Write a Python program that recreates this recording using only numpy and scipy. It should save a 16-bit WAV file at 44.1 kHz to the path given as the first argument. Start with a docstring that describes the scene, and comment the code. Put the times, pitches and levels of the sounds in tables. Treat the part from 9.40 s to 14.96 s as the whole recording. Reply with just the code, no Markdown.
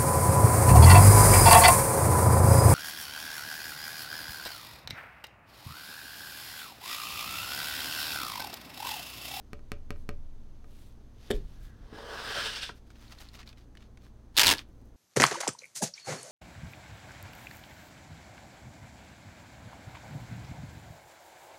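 """Bottle and zip bag on a work table

Close up, a finger taps a full plastic bottle four times; a hand lands on it, the liquid heaves, and
the base scrapes away over a cutting mat. Fingers pick at a plastic zip bag, pull its seal open in one
rip of tiny snaps, then swing a tray in. Blows rock the table; a fan and mains hum sit low
in a small room."""
import sys
import numpy as np
from scipy import signal
from scipy.fft import rfft, irfft
from scipy.io import wavfile

SR = 44100
rng = np.random.default_rng(int(sys.argv[2]) if len(sys.argv) > 2 else 0)


def unload_wav(signal):
    """Save mono or channel-first audio to the path in sys.argv[1] as 16-bit WAV at rate SR, clipped to [-1, 1]."""
    wavfile.write(
        sys.argv[1],
        SR,
        np.round(np.clip(np.atleast_2d(signal).T, -1, 1) * 32767).astype(np.int16),
    )


N = 245195
TIME = np.arange(N) / SR


def gain_of(db):
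    """Decibels to amplitude."""
    return 10 ** (np.asarray(db) / 20)


def unit_rms(x):
    """Scaled to rms 1."""
    return x / np.sqrt(np.mean(x ** 2) + 1e-20)


def unit_energy(x):
    """Scaled to energy 1."""
    return x / np.linalg.norm(x)


def value_at(points, hz):
    """A spectrum's value at hz, on a log-frequency axis."""
    freqs, values = np.transpose(points)
    return np.interp(np.log(hz + 1), np.log(freqs), values)


def envelope(rows):
    """Gain through (time_s, level_db) points, silent outside them."""
    times, levels = np.transpose(rows)
    return gain_of(np.interp(TIME, times, levels, left=-140, right=-140))


def strokes(rows, column=2):
    """Gain of strokes that swell to the level in one column and are 10 dB down at their ends."""
    swells_db = (row[column] - 10 * np.minimum((2 * (TIME - row[0]) / row[1]) ** 2, 20) for row in rows)
    return np.sqrt(sum(gain_of(db) ** 2 for db in swells_db))


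def rise_to(s, db_per_s):
    """A steady rise that reaches gain 1 at s."""
    return gain_of(-db_per_s * np.maximum(s - TIME, 0))


def fade_after(s, db_per_s):
    """Gain 1 until s, then a steady fall."""
    return gain_of(-db_per_s * np.maximum(TIME - s, 0))


def add(mix, s, sound):
    """Mixes a sound in at time s."""
    part = mix[round(s * SR):][:len(sound)]
    part += sound[:len(part)]


def click(colour, size=4096):
    """The sharpest causal pulse with this spectrum."""
    hz = abs(np.fft.fftfreq(size, 1 / SR))
    log_gain = np.log(gain_of(value_at(colour, hz)))
    minimum_phase = np.exp(np.conj(signal.hilbert(log_gain)))
    return unit_energy(np.fft.ifft(minimum_phase).real[:size // 2])


def coloured(x, colour):
    """Passes x through a spectrum."""
    return signal.oaconvolve(x, click(colour))[:len(x)]


def noise(colour):
    """Steady coloured noise, rms 1."""
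    return unit_rms(coloured(rng.standard_normal(N), colour))


def ring(modes):
    """Damped modes struck at once."""
    t = TIME[:SR // 2]
    return sum(gain_of(db - 60 * t / t60) * np.sin(2 * np.pi * hz * t) for hz, db, t60 in modes)


def cushioned(x, samples):
    """A soft contact spreads a blow in time and dulls it."""
    pad = signal.windows.hann(samples)
    return np.convolve(x, pad / pad.sum())


def burst(t60, size=2048):
    """A dying puff of noise, energy 1."""
    return unit_energy(rng.standard_normal(size) * gain_of(-60 * TIME[:size] / t60))


def friction(colour, per_s, spread_db, smooth):
    """Micro-slips of uneven size over a smooth hiss, rms 1."""
    slips = (rng.random(N) < per_s / SR) * rng.choice([-1, 1], N)
    sizes = gain_of(spread_db * np.minimum(rng.exponential(1, N), 4))
    return unit_rms(coloured(unit_rms(slips * sizes) + smooth * rng.standard_normal(N), colour))


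def drift(rate_hz):
    """Slow random wander, rms 1."""
    hz = np.fft.rfftfreq(N, 1 / SR)
    return unit_rms(irfft(rfft(rng.standard_normal(N)) * np.exp(-(hz / rate_hz) ** 2), N))


# Low rush of the fan: freq_hz, gain_db
FAN_COLOUR = [(20, -1), (45, -12), (75, -5), (100, -1), (150, -9.5), (240, -5), (400, -14), (800, -22),
              (1600, -29.5), (2500, -37), (4200, -37), (7000, -42), (16000, -50)]
# Thin, high band of hiss: freq_hz, gain_db
WHINE_COLOUR = [(4500, -46.5), (5850, -11), (6150, -6.5), (6350, -3.5), (6700, -16.5), (8000, -47.5)]
# Tones of the hum: pitch_hz, level_db
HUM_TONES = [(33, -57.5), (59.3, -56), (97.5, -65.5), (118.4, -64), (226, -70.5)]


def room_tone():
    """A bed of fan noise, faint whine and wavering mains hum."""
    fan = gain_of(-58) * noise(FAN_COLOUR)
    whine = gain_of(-85.5) * noise(WHINE_COLOUR)
    hum = np.zeros(N)
    for hz, db in HUM_TONES:
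        phase = 2 * np.pi * (hz * TIME + rng.random()) + 0.19 * drift(rate_hz=2.7)
        hum += gain_of(db) * np.sqrt(2) * np.sin(phase)
    return fan + whine + hum


def table_sway(rate_hz=16, t60=2.3):
    """The table never quite rests on its legs; each blow pushes it down and sets it rocking."""
    rocking = -np.sin(2 * np.pi * rate_hz * TIME)
    kick = rocking * gain_of(-60 * TIME / t60)
    out = gain_of(-57.5) * rocking
    for s, thud_db, _ in FINGER_TAPS:
        add(out, s, gain_of(thud_db - 38) * kick)
    add(out, HAND_HITS[0][0], gain_of(-45) * kick)
    return out


# Four firm taps and three light touches: start_s, thud_db, tick_db
FINGER_TAPS = [(0.1324, -4, -10), (0.193, -18.5, -44), (0.3187, -0.5, -0.5), (0.5060, 0, -3.5),
               (0.5609, -17.5, -47), (0.6913, 1.5, -5), (1.244, -18, -45)]
# Bright tick of the nail: freq_hz, gain_db
NAIL_COLOUR = [(100, -16), (600, -27), (850, -23), (1200, -5.5), (2450, 3), (3300, -6.5), (4400, -4.5),
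               (7500, -14.5), (9500, -15), (11500, -14), (13500, -18), (16000, -22)]
# Ring of the label face and the table under it: pitch_hz, level_db, t60_s
THUD_MODES = [(74.3, -5, 0.51), (142, -4.5, 0.076), (184, -1.5, 0.036), (252, -8.5, 0.13), (312, 4, 0.017),
              (425, -4.5, .07), (512, -23, 0.27), (574, -16, 0.15), (737, -8, 0.036), (1046, -10, 0.023),
              (1240, -2, 0.02), (1300, -24, 0.023), (1540, -6.5, 0.024), (1860, -13, 0.04),
              (2260, -8, 0.018), (4130, -11, 0.012), (5200, -13, 0.013)]


def bottle_taps():
    """The nail ticks and the liquid-damped face rings briefly; the soft fingertip presses in just after."""
    thud = gain_of(-35) * -ring(THUD_MODES)
    tick = gain_of(-16.5) * click(NAIL_COLOUR)
    press = gain_of(-9.5) * cushioned(thud, samples=96)
    out = np.zeros(N)
    for s, thud_db, tick_db in FINGER_TAPS:
        add(out, s, gain_of(tick_db) * tick)
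        add(out, s, gain_of(thud_db) * thud)
        add(out, s + 0.00429, gain_of(thud_db) * press)
    return out


# Skin and sleeve stroking the bottle: middle_s, length_s, brush_db, swish_db
SKIN_STROKES = [(.6, 0.11, -77, -76), (1.4, 0.25, -67.5, -71), (1.9, 0.22, -59, -88),
                (1.955, 0.045, -57, -65), (2.13, 0.25, -68.5, -79), (2.25, 0.1, -64, -70),
                (3.37, 0.044, -64, -74)]
# Soft brush of skin: freq_hz, gain_db
SKIN_COLOUR = [(500, 3.5), (1800, 3), (3600, 5.5), (6000, 1), (8000, -9), (12000, -7.5), (16000, -17)]
# Finest crackle of plastic, for bottle and bag: freq_hz, gain_db
FIZZ_COLOUR = [(4000, -20), (7500, 0), (11000, -2), (14000, -3.5), (16000, -5)]


def skin_brush(hiss_stops_s=3.4):
    """Skin moving on plastic hisses, with a fine swish on top; a faint steady hiss stops abruptly."""
    faint_hiss = gain_of(-78.5) * (TIME < hiss_stops_s)
    touch = np.hypot(strokes(SKIN_STROKES), faint_hiss)
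    swish = strokes(SKIN_STROKES, column=3) * friction(FIZZ_COLOUR, per_s=2500, spread_db=6, smooth=1)
    return touch * friction(SKIN_COLOUR, per_s=1500, spread_db=3, smooth=0.73) + swish


# The hand landing on the bottle: start_s, slap_db, push_db
HAND_HITS = [(1.9038, -11, -7.5), (1.9064, -5.5, 1), (1.9118, -1, -8), (1.9164, -12, -3.5)]
# Smack of skin: freq_hz, gain_db
SLAP_COLOUR = [(200, -6), (900, -11), (1800, 7.5), (2500, -6.5), (3400, 1), (5500, -10.5), (10000, -10.5),
               (16000, -19)]
# Boom of the broad wall, damped by the palm: pitch_hz, level_db, t60_s
WALL_MODES = [(98, -21, .12), (156, -28, .3), (238, -14, .1), (307, -14, .1), (385, -5, .05),
              (418, 1, .065), (511, -4, .08), (560, -11, .04), (711, -19, .06)]


def hand_landing():
    """Fingers and palm slap the wall in turn; the soft flesh pushes it and the bottle booms."""
    boom = gain_of(-24.5) * cushioned(ring(WALL_MODES), samples=48)
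    out = np.zeros(N)
    for s, slap_db, push_db in HAND_HITS:
        slap = unit_energy(coloured(burst(t60=0.0092), SLAP_COLOUR))
        add(out, s, gain_of(slap_db - 6.5) * slap)
        add(out, s, gain_of(push_db) * boom)
    return out


# Swell of the liquid: time_s, level_db
SLOSH_CURVE = [(1.94, -32.5), (1.98, -32), (2.02, -36), (2.055, -34.5), (2.085, -44), (2.17, -42.5),
               (2.5, -50)]
# Its sub-bass weight: freq_hz, gain_db
SLOSH_COLOUR = [(12, -17), (30, 5.5), (60, -19), (160, -22), (350, -60), (1000, -99)]


def slosh():
    """The liquid heaves under the hand: a deep wobble after the blow."""
    return envelope(SLOSH_CURVE) * noise(SLOSH_COLOUR)


# How hard the base scrapes the mat: time_s, level_db
SCRAPE_CURVE = [(2.3, -85.5), (2.48, -71.5), (2.55, -59), (2.85, -43), (3.06, -35.5), (3.11, -41.5),
                (3.17, -39.5), (3.205, -44.5), (3.235, -39), (3.31, -55.5), (3.35, -72)]
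# Hollow note of the bottle: freq_hz, gain_db
HOLLOW_COLOUR = [(120, -15), (300, -6.5), (430, 7), (640, 2.5), (760, 2), (1200, 1.5), (1500, -26.5),
                 (2000, -39.5)]
# Rasp of its base: freq_hz, gain_db
RASP_COLOUR = [(1000, -20.5), (1350, -4.5), (1450, -5), (1650, -0.5), (1820, -10.5), (2000, -10.5),
               (2600, -36.5)]
# Hiss of the mat's surface: freq_hz, gain_db
MAT_COLOUR = [(900, -22), (2000, -7), (3100, 1), (4200, -3), (5200, -3), (6800, -16), (8600, -15),
              (10500, -23), (13000, -29), (16000, -33)]
# The closing grip nudges the bottle: middle_s, length_s, level_db
GRIP_NUDGE = [(2.26, 0.23, -67.5)]


def bottle_drag(flat_until_s=2.632, leaves_mat_s=2.896):
    """The base scrapes with uneven pressure; as it lifts, the hollow note fades first, then the rasp."""
    pressure = gain_of(drift(rate_hz=29))
    scrape = envelope(SCRAPE_CURVE)
    lying_flat = gain_of(8.5) * scrape * fade_after(flat_until_s, db_per_s=43.5)
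    contact = gain_of(2.5) * scrape * fade_after(leaves_mat_s, db_per_s=33) + strokes(GRIP_NUDGE)
    hollow = lying_flat * friction(HOLLOW_COLOUR, per_s=1400, spread_db=5, smooth=0.63)
    rasp = contact * friction(RASP_COLOUR, per_s=1500, spread_db=-1.5, smooth=1)
    hiss = gain_of(1) * scrape * friction(MAT_COLOUR, per_s=3700, spread_db=-1.5, smooth=0.8)
    direct = pressure * (hollow + rasp + hiss)
    # The reflection off the mat comes later as the bottle moves away.
    delay_s = np.interp(TIME, [2.5, 3.3], [0.0005, 0.0012])
    reflection = 0.13 * np.interp(TIME - delay_s, TIME, direct)
    return gain_of(-0.5) * (direct + reflection)


# Knocks along the drag: start_s, level_db, pitch_hz
MAT_BUMPS = [(2.527, -42, 230), (2.544, -42.5, 199), (2.970, -38.5, 570), (2.984, -40.5, 606),
             (3.058, -32.5, 3450), (3.23, -34, 3620), (3.292, -36.5, 1430), (3.296, -42, 405)]


def bottle_bumps():
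    """The bottle bumps on the mat in short, gritty knocks."""
    out = np.zeros(N)
    for s, db, hz in MAT_BUMPS:
        knock = signal.fftconvolve(burst(t60=0.04), ring([(hz, 0, 0.008)]))
        add(out, s, gain_of(db + 23.5) * unit_energy(knock))
    return out


# Sharp crack of the bag's film: freq_hz, gain_db
SNAP_COLOUR = [(150, -36.5), (400, -7), (900, -6.5), (1600, -0.5), (3000, 3), (4500, 14), (6500, 3),
               (9000, -6), (16000, -31)]


def snaps(rows, body_db, crack_share, treble_db, ring_t60, shivers, shiver_t60):
    """Each snap cracks and jerks a few cycles from the film; the shiver changes from first to last."""
    out, crack, tick = np.zeros(N), click(SNAP_COLOUR), click(FIZZ_COLOUR)
    for (s, db, hz), shiver in zip(rows, np.linspace(*shivers, len(rows))):
        tone = ring([(hz, 0, ring_t60)])[:len(crack)]
        patch = unit_energy(signal.fftconvolve(tone, crack)[:len(crack)])
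        jerk = shiver * burst(shiver_t60)
        jerk[0] += 1  # a clean impulse leads the noisy shiver
        body = signal.fftconvolve(patch + crack_share * crack, jerk)
        treble = signal.fftconvolve(tick, burst(t60=0.005))
        add(out, s, gain_of(db + body_db) * unit_energy(body))
        add(out, s, gain_of(db + treble_db) * unit_energy(treble))
    return out


def crinkles(rubbing, count=18, centre_hz=2300):
    """Small creases, likelier and louder under harder rubbing: start_s, level_db, pitch_hz."""
    shares = (np.arange(count) + rng.random(count)) / count
    times = np.interp(shares, np.cumsum(rubbing) / rubbing.sum(), TIME)
    size, pitch = rng.standard_normal((count, 2)).T
    pressed_db = 10 * np.log10(np.interp(times, TIME, rubbing) / rubbing.max())
    return list(zip(times, -52 + pressed_db + 2.7 * size, centre_hz * 2 ** (0.55 * pitch)))


# Fingers rubbing the film: middle_s, length_s, rustle_db, fizz_db
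FILM_RUBS = [(3.62, .04, -59.5, -68), (3.73, 0.44, -62.5, -73), (3.718, 0.044, -55.5, -64),
             (3.812, .06, -54.5, -61.5), (3.95, .05, -53, -63), (4.0, .06, -55, -73),
             (4.088, 0.056, -57, -69), (4.2, 0.092, -68, -81), (4.42, 0.099, -66, -87),
             (4.65, .09, -70, -79), (4.958, .024, -61.5, -83), (5.2, .055, -56.5, -68)]
# Midrange rustle of the film: freq_hz, gain_db
RUSTLE_COLOUR = [(300, -22), (700, -3.5), (1300, -2.5), (2500, -5), (4500, -4.5), (6500, -10.5),
                 (9000, -26)]
# The loudest crease pops: start_s, level_db, pitch_hz
CREASE_POPS = [(3.504, -50.5, 1400), (3.7088, -60, 1500), (3.7867, -46.5, 4200), (3.8155, -47, 2950),
               (3.888, -47, 4770), (3.9924, -49.5, 2620), (4.0302, -49, 2530), (4.0755, -45, 4000),
               (4.0909, -45.5, 4400), (4.1287, -50.5, 2800), (4.3527, -52, 1880), (4.372, -48, 2750),
               (4.4232, -57, 2700), (4.574, -52, 1550), (4.666, -56, 1696), (5.1827, -32.5, 5200),
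               (5.1919, -32.5, 2830)]


def bag_fumbling():
    """Fingers feel for the lips of the bag: the film rustles and its creases pop."""
    rubbing = strokes(FILM_RUBS)
    rustle = gain_of(0.5) * rubbing * friction(RUSTLE_COLOUR, per_s=660, spread_db=3, smooth=0.88)
    fizz = strokes(FILM_RUBS, column=3) * friction(FIZZ_COLOUR, per_s=900, spread_db=3.2, smooth=0.9)
    grip = gain_of(2.3 * drift(rate_hz=55))  # the film sticks and slips in clumps
    pops = snaps(crinkles(rubbing) + CREASE_POPS, body_db=19, crack_share=0.76, treble_db=2,
                 ring_t60=0.0014, shivers=(2.4, 1.0), shiver_t60=0.028)
    return grip * (rustle + fizz) + pops


# The seal giving way in lurches: start_s, level_db, length_s
SEAL_LURCHES = [(4.968, -22.5, 0.0029), (4.9748, -20, .002), (4.9783, -14, .003), (4.9853, -11.5, 0.0028),
                (4.9948, -12, .004), (5.0012, -17, .008), (5.0122, -17.5, 0.0047), (5.016, -15.5, 0.0066),
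                (5.033, -17, 0.01), (5.0458, -16.5, .004), (5.056, -21, 0.0031), (5.0615, -17, 0.0032),
                (5.0685, -13, 0.0061), (5.08, -16, 0.0061), (5.091, -14.5, .002), (5.1011, -17, .004),
                (5.1111, -18.5, 0.015), (5.124, -23, 0.0045), (5.1373, -23, 0.0015)]
# Short ringing tones that colour the rip's snaps: pitch_hz, level_db, t60_s
RIP_TONES = [(1010, -2.5, .045), (1694, 2.5, .12), (2700, -7.5, 0.11), (2930, 5, .05), (3920, -3.5, 0.063)]


def seal_rip(pulls_s=(4.965, 5.06), taut_hz=4320, slack_octaves_per_s=9.2):
    """Each lurch of the seal frees a fading run of snaps, coloured by short ringing tones."""
    count, gap_s, jitter_s = 5, 0.002, 0.00043
    rows = []
    for start, db, length in SEAL_LURCHES:
        jitter, pitch = rng.standard_normal((2, count))
        after_s = abs(np.arange(count) * gap_s + jitter_s * (jitter - jitter[0]))
        fade_db = 10.5 * np.minimum(after_s / length, 2) ** 2
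        # Each pull draws the film taut; the pitch sinks as it slackens.
        since_pull_s = start - max([s for s in pulls_s if s <= start], default=start)
        hz = taut_hz * 2 ** (0.12 * pitch - slack_octaves_per_s * since_pull_s)
        rows += zip(start + after_s, db - fade_db, hz)
    seal = snaps(rows, body_db=18.5, crack_share=1.18, treble_db=11,
                 ring_t60=0.002, shivers=(0.5, 1.8), shiver_t60=0.008)
    tones = gain_of(-25) * signal.fftconvolve(seal, unit_energy(ring(RIP_TONES)))[:N]
    return seal + tones


# Flutter of slack film: freq_hz, gain_db
FLUTTER_COLOUR = [(400, -21.5), (950, 7), (1300, -4), (1650, 3.5), (2100, -6.5), (2900, 2.5), (4200, -1),
                  (6500, -9), (10000, -11), (16000, -22)]
# Low whoosh of air, for bag and tray: freq_hz, gain_db
AIR_COLOUR = [(50, -0.5), (110, 4.5), (180, -2.5), (300, 5.5), (500, -3), (900, -13), (1500, -30.5)]


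def bag_opening(parts_s=4.988, wide_s=5.123):
    """The slackening film flutters and the widening mouth puffs air; both die once it is wide open."""
    opening = rise_to(parts_s, db_per_s=901.5)
    shake = gain_of(-27.5) * rise_to(wide_s, db_per_s=14) * fade_after(wide_s, db_per_s=390)
    puff = gain_of(-32) * rise_to(wide_s, db_per_s=124) * fade_after(wide_s, db_per_s=480)
    flutter = shake * friction(FLUTTER_COLOUR, per_s=1800, spread_db=7, smooth=0.51)
    air = puff * friction(AIR_COLOUR, per_s=560, spread_db=6.5, smooth=0.65)
    return opening * (flutter + air)


# Pass of the tray: middle_s, length_s, level_db
TRAY_PASS = [(5.39, .36, -64)]


def tray_swing():
    """A tray swung in over the table stirs the air."""
    return strokes(TRAY_PASS) * friction(AIR_COLOUR, per_s=560, spread_db=6.5, smooth=0.65)


# Short tail of the small room: freq_hz, t60_s
ROOM_DECAY = [(150, 0.303), (400, 0.24), (1000, 0.14), (2800, 0.18), (7000, 0.096), (16000, 0.021)]


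def room_reverb(x, size=16384):
    """Dense reflections from close walls, the treble dying first."""
    echoes = rng.standard_normal(size) * (TIME[:size] > 0.004)
    hz, t, spectra = signal.stft(echoes, SR, nperseg=256)
    decay = gain_of(-60 * t / value_at(ROOM_DECAY, hz)[:, None])
    tail = signal.istft(spectra * decay, SR, nperseg=256)[1]
    return signal.fftconvolve(x, unit_energy(tail))[:N]


def scene():
    """Bottle, bag and tray in mono over the room tone, each group with its own reverb send."""
    taps, landing = bottle_taps(), hand_landing()
    handling = bottle_drag() + bottle_bumps() + skin_brush()
    bag_and_tray = bag_fumbling() + seal_rip() + bag_opening() + tray_swing()
    sends_db = [(taps, -15.5), (landing, -14), (handling, -15), (bag_and_tray, -20)]
    reverb = room_reverb(sum(gain_of(db) * sound for sound, db in sends_db))
    return (taps + landing + slosh() + handling + bag_and_tray + reverb + room_tone() + table_sway())[None]


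def record(dry, ceiling=0.65, cutoff_hz=16100):
    """Soft clipping rounds off the loudest peaks; a steep low-pass trims the top."""
    rounded = dry / (1 + (dry / ceiling) ** 4) ** (1 / 4)
    low_pass = signal.firwin(511, cutoff_hz, window=("kaiser", 9), fs=SR)
    return signal.oaconvolve(rounded, low_pass[None], "same")


dry = scene()
out = record(dry)
unload_wav(out)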